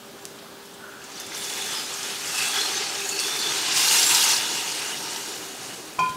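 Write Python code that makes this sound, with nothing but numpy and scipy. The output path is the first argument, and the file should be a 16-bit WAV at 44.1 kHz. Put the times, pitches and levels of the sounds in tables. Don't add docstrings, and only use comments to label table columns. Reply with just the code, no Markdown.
import sys
import numpy as np
from scipy import signal
from scipy.fft import rfft, irfft, next_fast_len
from scipy.io import wavfile
from scipy.ndimage import uniform_filter1d

SR = 44100
rng = np.random.default_rng(int(sys.argv[2]) if len(sys.argv) > 2 else 0)


def makeup_ratio(level_db):
    decades = np.asarray(level_db, float) / 20
    return 10 ** decades


def store_pcm(level_fs):
    pcm = np.round(np.clip(level_fs, -1, 1) * 32767).astype(np.int16)
    wavfile.write(sys.argv[1], SR, np.atleast_2d(pcm).T)


N = 271788


def evened(x):
    return x / np.sqrt(np.mean(x ** 2) + 1e-20)


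def seconds(count=N):
    return np.arange(count) / SR


def curve(rows):
    s, *columns = np.transpose(rows)
    return [np.interp(seconds(), s, column) for column in columns]


def coloured(x, points):
    f, db = np.transpose(points)
    size = next_fast_len(len(x))
    hz = np.fft.rfftfreq(size, 1 / SR)
    gain = makeup_ratio(np.interp(np.log(hz + 1), np.log(f + 1), db))
    return irfft(rfft(x, size) * gain, size)[:len(x)]


def resonate(x, hz, width_hz, order=1):
    turn = np.exp(2j * np.pi * np.cumsum(hz * np.ones(len(x))) / SR)
    r = np.exp(-np.pi * width_hz / SR)
    low = x * turn.conj()
    for _ in range(order):
        low = signal.lfilter([1 - r], [1, -r], low)
    return 2 * (turn * low).real


def narrow(x, hz, width_hz):
    return resonate(x, hz, 1.26 * width_hz, order=2)


def drift(per_s):
    steps_per_s = 400
    steps = rng.standard_normal(int(N / SR * steps_per_s) + 2)
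    steps = uniform_filter1d(steps, max(int(steps_per_s / per_s), 1))
    return np.interp(seconds() * steps_per_s, np.arange(len(steps)), evened(steps))


def add(mix, s, sound):
    part = mix[round(s * SR):][:len(sound)]
    part += sound[:len(part)]


def patchy(x, patch_db, flicker_db):
    z = signal.stft(x, nperseg=256, noverlap=192)[2]
    a, b = rng.standard_normal((z.shape[1], z.shape[0], 2)).T
    patches = evened(uniform_filter1d(uniform_filter1d(a, size=4, axis=0), size=40, axis=1))
    flicker = evened(uniform_filter1d(uniform_filter1d(b, size=50, axis=0), size=12, axis=1))
    z = z * makeup_ratio(patch_db * patches + flicker_db * flicker)
    return signal.istft(z, nperseg=256, noverlap=192)[1][:N]


# (frequency [Hz], density [dB per Hz])
ROOM_COLOUR = [(15, -73), (25, -31), (72, -22), (222, -8.5), (299, -9), (333, -11.5), (403, -11),
               (527, -13), (572, -10), (729, -15), (791, -13.5), (1680, -16), (1930, -21), (3390, -19),
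               (15800, -31)]
# (frequency [Hz], level [dB])
FAN = [(80.7, -72), (301.5, -67), (398.4, -48), (791.3, -60)]


def kitchen():
    room_db = -42 - 1.47
    air = makeup_ratio(room_db) * evened(coloured(patchy(rng.standard_normal(N), 1.0, 0.11), ROOM_COLOUR))
    t = seconds()
    tones = 0
    for hz, db in FAN:
        level = makeup_ratio(db - 1 + 0.59 * drift(6.1))
        tones = tones + level * np.sin(2 * np.pi * hz * t + 0.21 * drift(1.7))
    return air + tones


def channel_hiss():
    colour = [(20, 1), (120, -15), (400, -25.5), (1000, -43), (9000, -41.0), (14000, -23)]
    return makeup_ratio(-69.0) * evened(coloured(rng.standard_normal(N), colour))


# (time [s], low edge [Hz], high edge [Hz])
WIDE_PATCHES = [(.09, 7600, 9000), (.23, 6300, 7600), (.44, 5200, 6300), (1.3, 6300, 7600),
                (2.9, 5600, 7000), (2.9, 13100, 15100), (3.41, 6300, 7600), (3.5, 7600, 9000),
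                (3.5, 4200, 5200), (3.85, 4200, 5200), (3.96, 4200, 5200), (4.36, 11100, 12400),
                (4.89, 6300, 9700), (4.89, 4200, 5200)]


def wide_patches(limited):
    side = np.zeros(N)
    size, lead_s = 1536, .017
    hz = np.fft.rfftfreq(size, 1 / SR)
    for s, low_hz, high_hz in WIDE_PATCHES:
        part = limited[0, round((s - lead_s) * SR):][:size]
        level = abs(rfft(part)) * (hz > low_hz) * (hz < high_hz)
        noise = irfft(level * np.exp(2j * np.pi * rng.random(len(hz))))
        add(side, s - lead_s, makeup_ratio(-3.0) * noise * signal.windows.tukey(size, .7))
    return side


# (time [s], peak level [dB], frequency [Hz], breadth [Hz])
TICKS = [
    (0.2538, -14, 6500, 4900),
    (0.2563, -25, 9000, 5940),
    (0.262, -27, 6500, 4000),
    (.2705, -35, 6000, 4000),
]


def ticks():
    out = np.zeros(N)
    for s, db, hz, breadth_hz in TICKS:
        snap = narrow(signal.unit_impulse(200), hz, breadth_hz)
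        add(out, s, makeup_ratio(db) * snap / abs(snap).max())
    return out


# (time [s], peak level [dB], frequency [Hz], breadth [Hz])
SPLASHES = [(.3875, -33, 3900, 1500), (.654, -37, 9000, 5000), (.7394, -37, 8000, 4000),
            (1.015, -36, 2720, 300), (1.04, -30.5, 7000, 2500), (1.1169, -29, 6200, 2000),
            (1.1543, -30, 5700, 900), (1.1784, -31, 4600, 900), (1.1974, -25, 5900, 1200),
            (1.1995, -27, 10500, 5000), (1.2644, -30, 8000, 4040), (1.317, -25, 2160, 350),
            (1.3295, -27, 4340, 900), (1.345, -20.5, 5700, 900), (1.367, -27, 3700, 1000),
            (1.375, -25, 10000, 5000), (1.4194, -22, 3600, 1000), (1.4994, -27, 3280, 1210),
            (3.0144, -22, 2570, 348), (3.05, -23, 6800, 920), (3.0894, -16, 6900, 900),
            (3.183, -21, 2730, 450), (3.191, -14, 5200, 1100), (3.198, -16, 8000, 4000),
            (3.389, -17, 4400, 450), (3.414, -14.5, 4230, 450), (4.108, -12, 2800, 600),
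            (4.197, -19, 2850, 600), (5.16, -22, 5450, 2500)]
# (time [s], peak level [dB], frequency [Hz])
SPITS = [(1.4444, -15, 5910), (1.4964, -24, 6560), (1.5374, -25, 5890), (1.5754, -32, 7850),
         (1.6194, -23, 6910), (1.6794, -23, 5320), (1.8494, -28, 6700), (1.938, -17, 6420),
         (2.0294, -17.5, 6410), (2.2558, -22, 6040), (3.6684, -19, 6630), (3.7648, -11, 6220),
         (3.8294, -11, 6250), (3.9954, -10, 6540), (4.0284, -2.5, 5440), (4.1464, -1.5, 5440),
         (4.2394, -7, 7180), (4.2874, -9, 5920), (4.9724, -22, 5340)]
# (time [s], level [dB], frequency [Hz], breadth [Hz])
BOOMS = [
    (5.999, -24.5, 161, 70),
    (6.09, -29, 125, 60),
]


def splashes():
    out, t = np.zeros(N), seconds(5000)
    spits = [(s, db - 3.5, hz, 0.37 * hz) for s, db, hz in SPITS]
    for s, db, hz, breadth_hz in SPLASHES + BOOMS + spits:
        burst = evened(narrow(rng.standard_normal(len(t)), hz, breadth_hz))
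        t60 = 0.062 + 7.5 / breadth_hz
        attack = 1 - np.exp(-t / 0.00022)
        add(out, s, makeup_ratio(db - 8.0 - 60 * t / t60) * attack * burst)
    return out


def trickle():
    from_s, to_s, rise_s = .78, 1.086, 0.037
    t = seconds()
    gate = np.clip(np.minimum(t - from_s, to_s - t) / rise_s, 0, 1)
    level = makeup_ratio(-45.5 - 12 * (t - from_s))
    drops = rng.standard_normal(N) * makeup_ratio(1.5 * drift(60.))
    return gate * level * evened(resonate(drops, 1470, 310.0, order=2))


def bubbles(per_s, cycles, spread_db, rise, count=36):
    size = makeup_ratio(spread_db * np.minimum(rng.exponential(1, N), 5)) * rng.choice([-1, 1], N)
    kind = np.floor(rng.random(N) * SR / per_s * count)
    out = np.zeros(N)
    for k, hz in enumerate(np.linspace(300, 15000, count)):
        u = np.arange(0, 5 * cycles, hz / SR)
        tone = np.sin(2 * np.pi * u * (1 + rise * u / cycles))
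        ring = tone * (1 - np.exp(-u)) * np.exp(-u / cycles)
        out += signal.oaconvolve(size * (kind == k), ring / np.linalg.norm(ring))[:N]
    return evened(out)


# (frequency [Hz], density [dB per Hz])
WATER_COLOUR = [(24, -67), (40, -52), (133, -2.5), (219, -10.5), (390, -2), (611, -7.5), (868, -1.5),
                (1170, -6.5), (1260, -1.5), (2080, -4.5), (2740, -2.5), (3190, -3.5), (7280, -0.5),
                (11100, -3), (15800, -13.5)]
# (frequency [Hz], width [Hz], level [dB])
POT_TONES = [(428, 138, 0), (895, 300, -15), (1500, 960, -30), (2850, 1540, -3.5), (3600, 1160, -3),
             (4430, 270, -4), (5560, 2700, -1), (6600, 740, -10), (8280, 220, -3)]


def water_in_pot():
    fizz = bubbles(9000, cycles=9, spread_db=3.2, rise=.03)
    water = coloured(patchy(fizz * .5 + rng.standard_normal(N), 1.2, .8), WATER_COLOUR)
    tones = sum(makeup_ratio(db + 2.2 * drift(8.6)) * resonate(water, hz, w) for hz, w, db in POT_TONES)
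    return water + tones


PARTS_HZ = [700, 2200, 7000]
# (time [s], force of the fall [dB], spray thrown up [dB re force])
FLOW = [(.98, -46, -8), (1.15, -41, -10), (1.33, -36, -12), (1.36, -34.5, -2), (1.77, -28.5, -7),
        (1.85, -33, -6.5), (2.23, -31.5, -6), (2.43, -25, -5), (2.74, -25.5, -11), (2.86, -29.5, -11),
        (3.14, -29.5, -4.5), (3.72, -24, -11), (3.78, -20.5, -5), (4.1, -19.5, -1.5), (4.3, -20, -4.5),
        (4.44, -26.5, -7.5), (5.45, -36, -4.5), (5.9, -44, -3)]


def stream():
    size = next_fast_len(N)
    spectrum, hz = rfft(water_in_pot(), size), np.fft.rfftfreq(size, 1 / SR)
    steps = [1 / (1 + (hz / edge) ** 6) for edge in PARTS_HZ]
    masks = np.diff([0 * hz, *steps, 1 + 0 * hz], axis=0)
    t = seconds()
    force_db, spray_db = curve(FLOW)
    swing_db = force_db + 28
    gurgle_db = -46 + 0.28 * swing_db + 0.88 * t
    splash_db = -35 + 0.79 * swing_db
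    levels = gurgle_db, splash_db, force_db, force_db + spray_db
    parts = [evened(irfft(spectrum * mask, size)[:N]) for mask in masks]
    start = np.clip((t - 0.83) / 0.35, 0, 1)
    flow = start * sum(makeup_ratio(db) * part for db, part in zip(levels, parts))
    return makeup_ratio(-3.0) * flow + hollows(flow)


# (start [s], end [s], frequency [Hz], level [dB])
HOLLOWS = [(.98, 1, 2500, -8), (1.1, 1.6, 3520, -0.5), (1.5, 1.86, 3500, -2), (1.27, 1.1, 2500, -9),
           (1.4, 1.45, 9000, 5), (1.7, 1.9, 5100, 1), (2.4, 2.73, 3430, -2), (2.28, 2.53, 2700, 2.5),
           (2.58, 2.7, 4250, 1), (2.7, 2.8, 6270, -4), (2.96, 3.3, 2660, -1), (3.1, 3.08, 6200, -4),
           (2.3, 3.4, 810, -7), (3.18, 3.55, 3540, 3), (3.05, 3.3, 4470, 1.5), (3.45, 4.5, 1590, -16),
           (3.6, 4.8, 2800, -5), (3.98, 4, 5800, 1), (3.6, 5.6, 930, -4), (3.97, 4.2, 7500, 1),
           (4.2, 6.4, 2880, -6), (4.75, 5.25, 5600, -10), (4.35, 4.65, 3500, -6), (2.4, 3.67, 400, -2),
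           (3.55, 3.9, 1070, -2), (1.1, 1.1, 9300, 0), (4.6, 5.8, 390, -9.5)]


def hollows(flow):
    out = np.zeros(N)
    wander, beads = drift(7.9), drift(40.)
    for s, end, hz, db in HOLLOWS:
        part = flow[round(s * SR):round(end * SR)]
        first = round(s * 3000)
        shape = slice(first, first + len(part))
        tone = narrow(part, hz * (1 + .008 * wander[shape]), 90 + .042 * hz)
        level = makeup_ratio(db + 2.5 * beads[shape] * .85)
        add(out, s, level * tone * signal.windows.tukey(len(part), .5))
    return out


# (frequency [Hz], level [dB], t60 [s])
BOWL_MODES = [(170, -21, .5), (398, -21, .7), (660, -15, .06), (720, -9, .06), (790, -7, .06),
              (870, -8, .07), (930, -12, .17), (967, -15, .2), (997, -10, .3), (1020, 0, .46),
              (1058, -18, .2), (1105, -17, .12), (1421, -19, .6), (1437, -19, .6), (1777, -30, .3),
              (2151, -27, .3), (2389, -19, .22), (2428, -11, .26), (2483, -13, .24), (3168, -21, .28),
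              (3195, -26, .25), (4581, -25, .28), (5250, -21, .045), (5712, -27, .15), (5900, -26, .05),
              (6643, -32, .15), (6950, -23, .05), (7494, -30, .12), (8323, -33, .1)]
# (time [s], level [dB], hardness [dB per octave], share of free ringing time [1])
TOUCHES = [
    (5.9858, -19, -6., .03),
    (5.9897, -16.5, 1.2, 1.6),
    (6.028, -35, 3., .4),
    (6.092, -34, 6., .25),
]


def bowl():
    out, t = np.zeros(N), seconds(9000)
    for s, db, hard_db, free in TOUCHES:
        ring = 0
        for hz, mode_db, t60 in BOWL_MODES:
            level = makeup_ratio(mode_db + hard_db * np.log2(hz / 1000) - 60 * t / t60 / free)
            ring = ring + level * np.sin(2 * np.pi * hz * t)
        grit = evened(narrow(rng.standard_normal(len(t)), 5500, 3500.))
        scrape = makeup_ratio(-23 + 3.2 * hard_db - 60 * t / .09) * grit
        add(out, s, makeup_ratio(db) * (ring + scrape) * (1 - np.exp(-t / .0015)))
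    grip_s, close_s, grip_db = 6.103, .006, -4
    return out * makeup_ratio(grip_db * np.clip((seconds() - grip_s) / close_s, 0, 1))


def room(x):
    t = seconds(12000)
    hits = (rng.random(len(t)) < .045) * rng.choice([-1, 1], len(t))
    taps = hits * makeup_ratio(-60 * t / 0.9) * (t > .003)
    return signal.oaconvolve(x, taps / np.linalg.norm(taps))[:N]


def scene():
    wet, ringing = splashes() + ticks(), bowl()
    mono = kitchen() + trickle() + stream()
    mono += wet + makeup_ratio(-6.5) * room(wet)
    mono += ringing + makeup_ratio(-17) * room(ringing)
    hiss = channel_hiss()
    return np.array([mono + hiss, mono - hiss])


def top_cut(x):
    return signal.sosfilt(signal.butter(12, 16520, fs=SR, output="sos"), x)


def record(dry):
    lowpass = signal.firwin(511, 15750, window=("kaiser", 9), fs=SR)
    limited = signal.oaconvolve(dry, lowpass[None], "same")
    limited = signal.sosfilt(signal.butter(2, 45, "high", fs=SR, output="sos"), limited)
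    side = wide_patches(limited)
    return top_cut(limited + np.array([side, -side]))


dry = scene()
out = record(dry)
store_pcm(out)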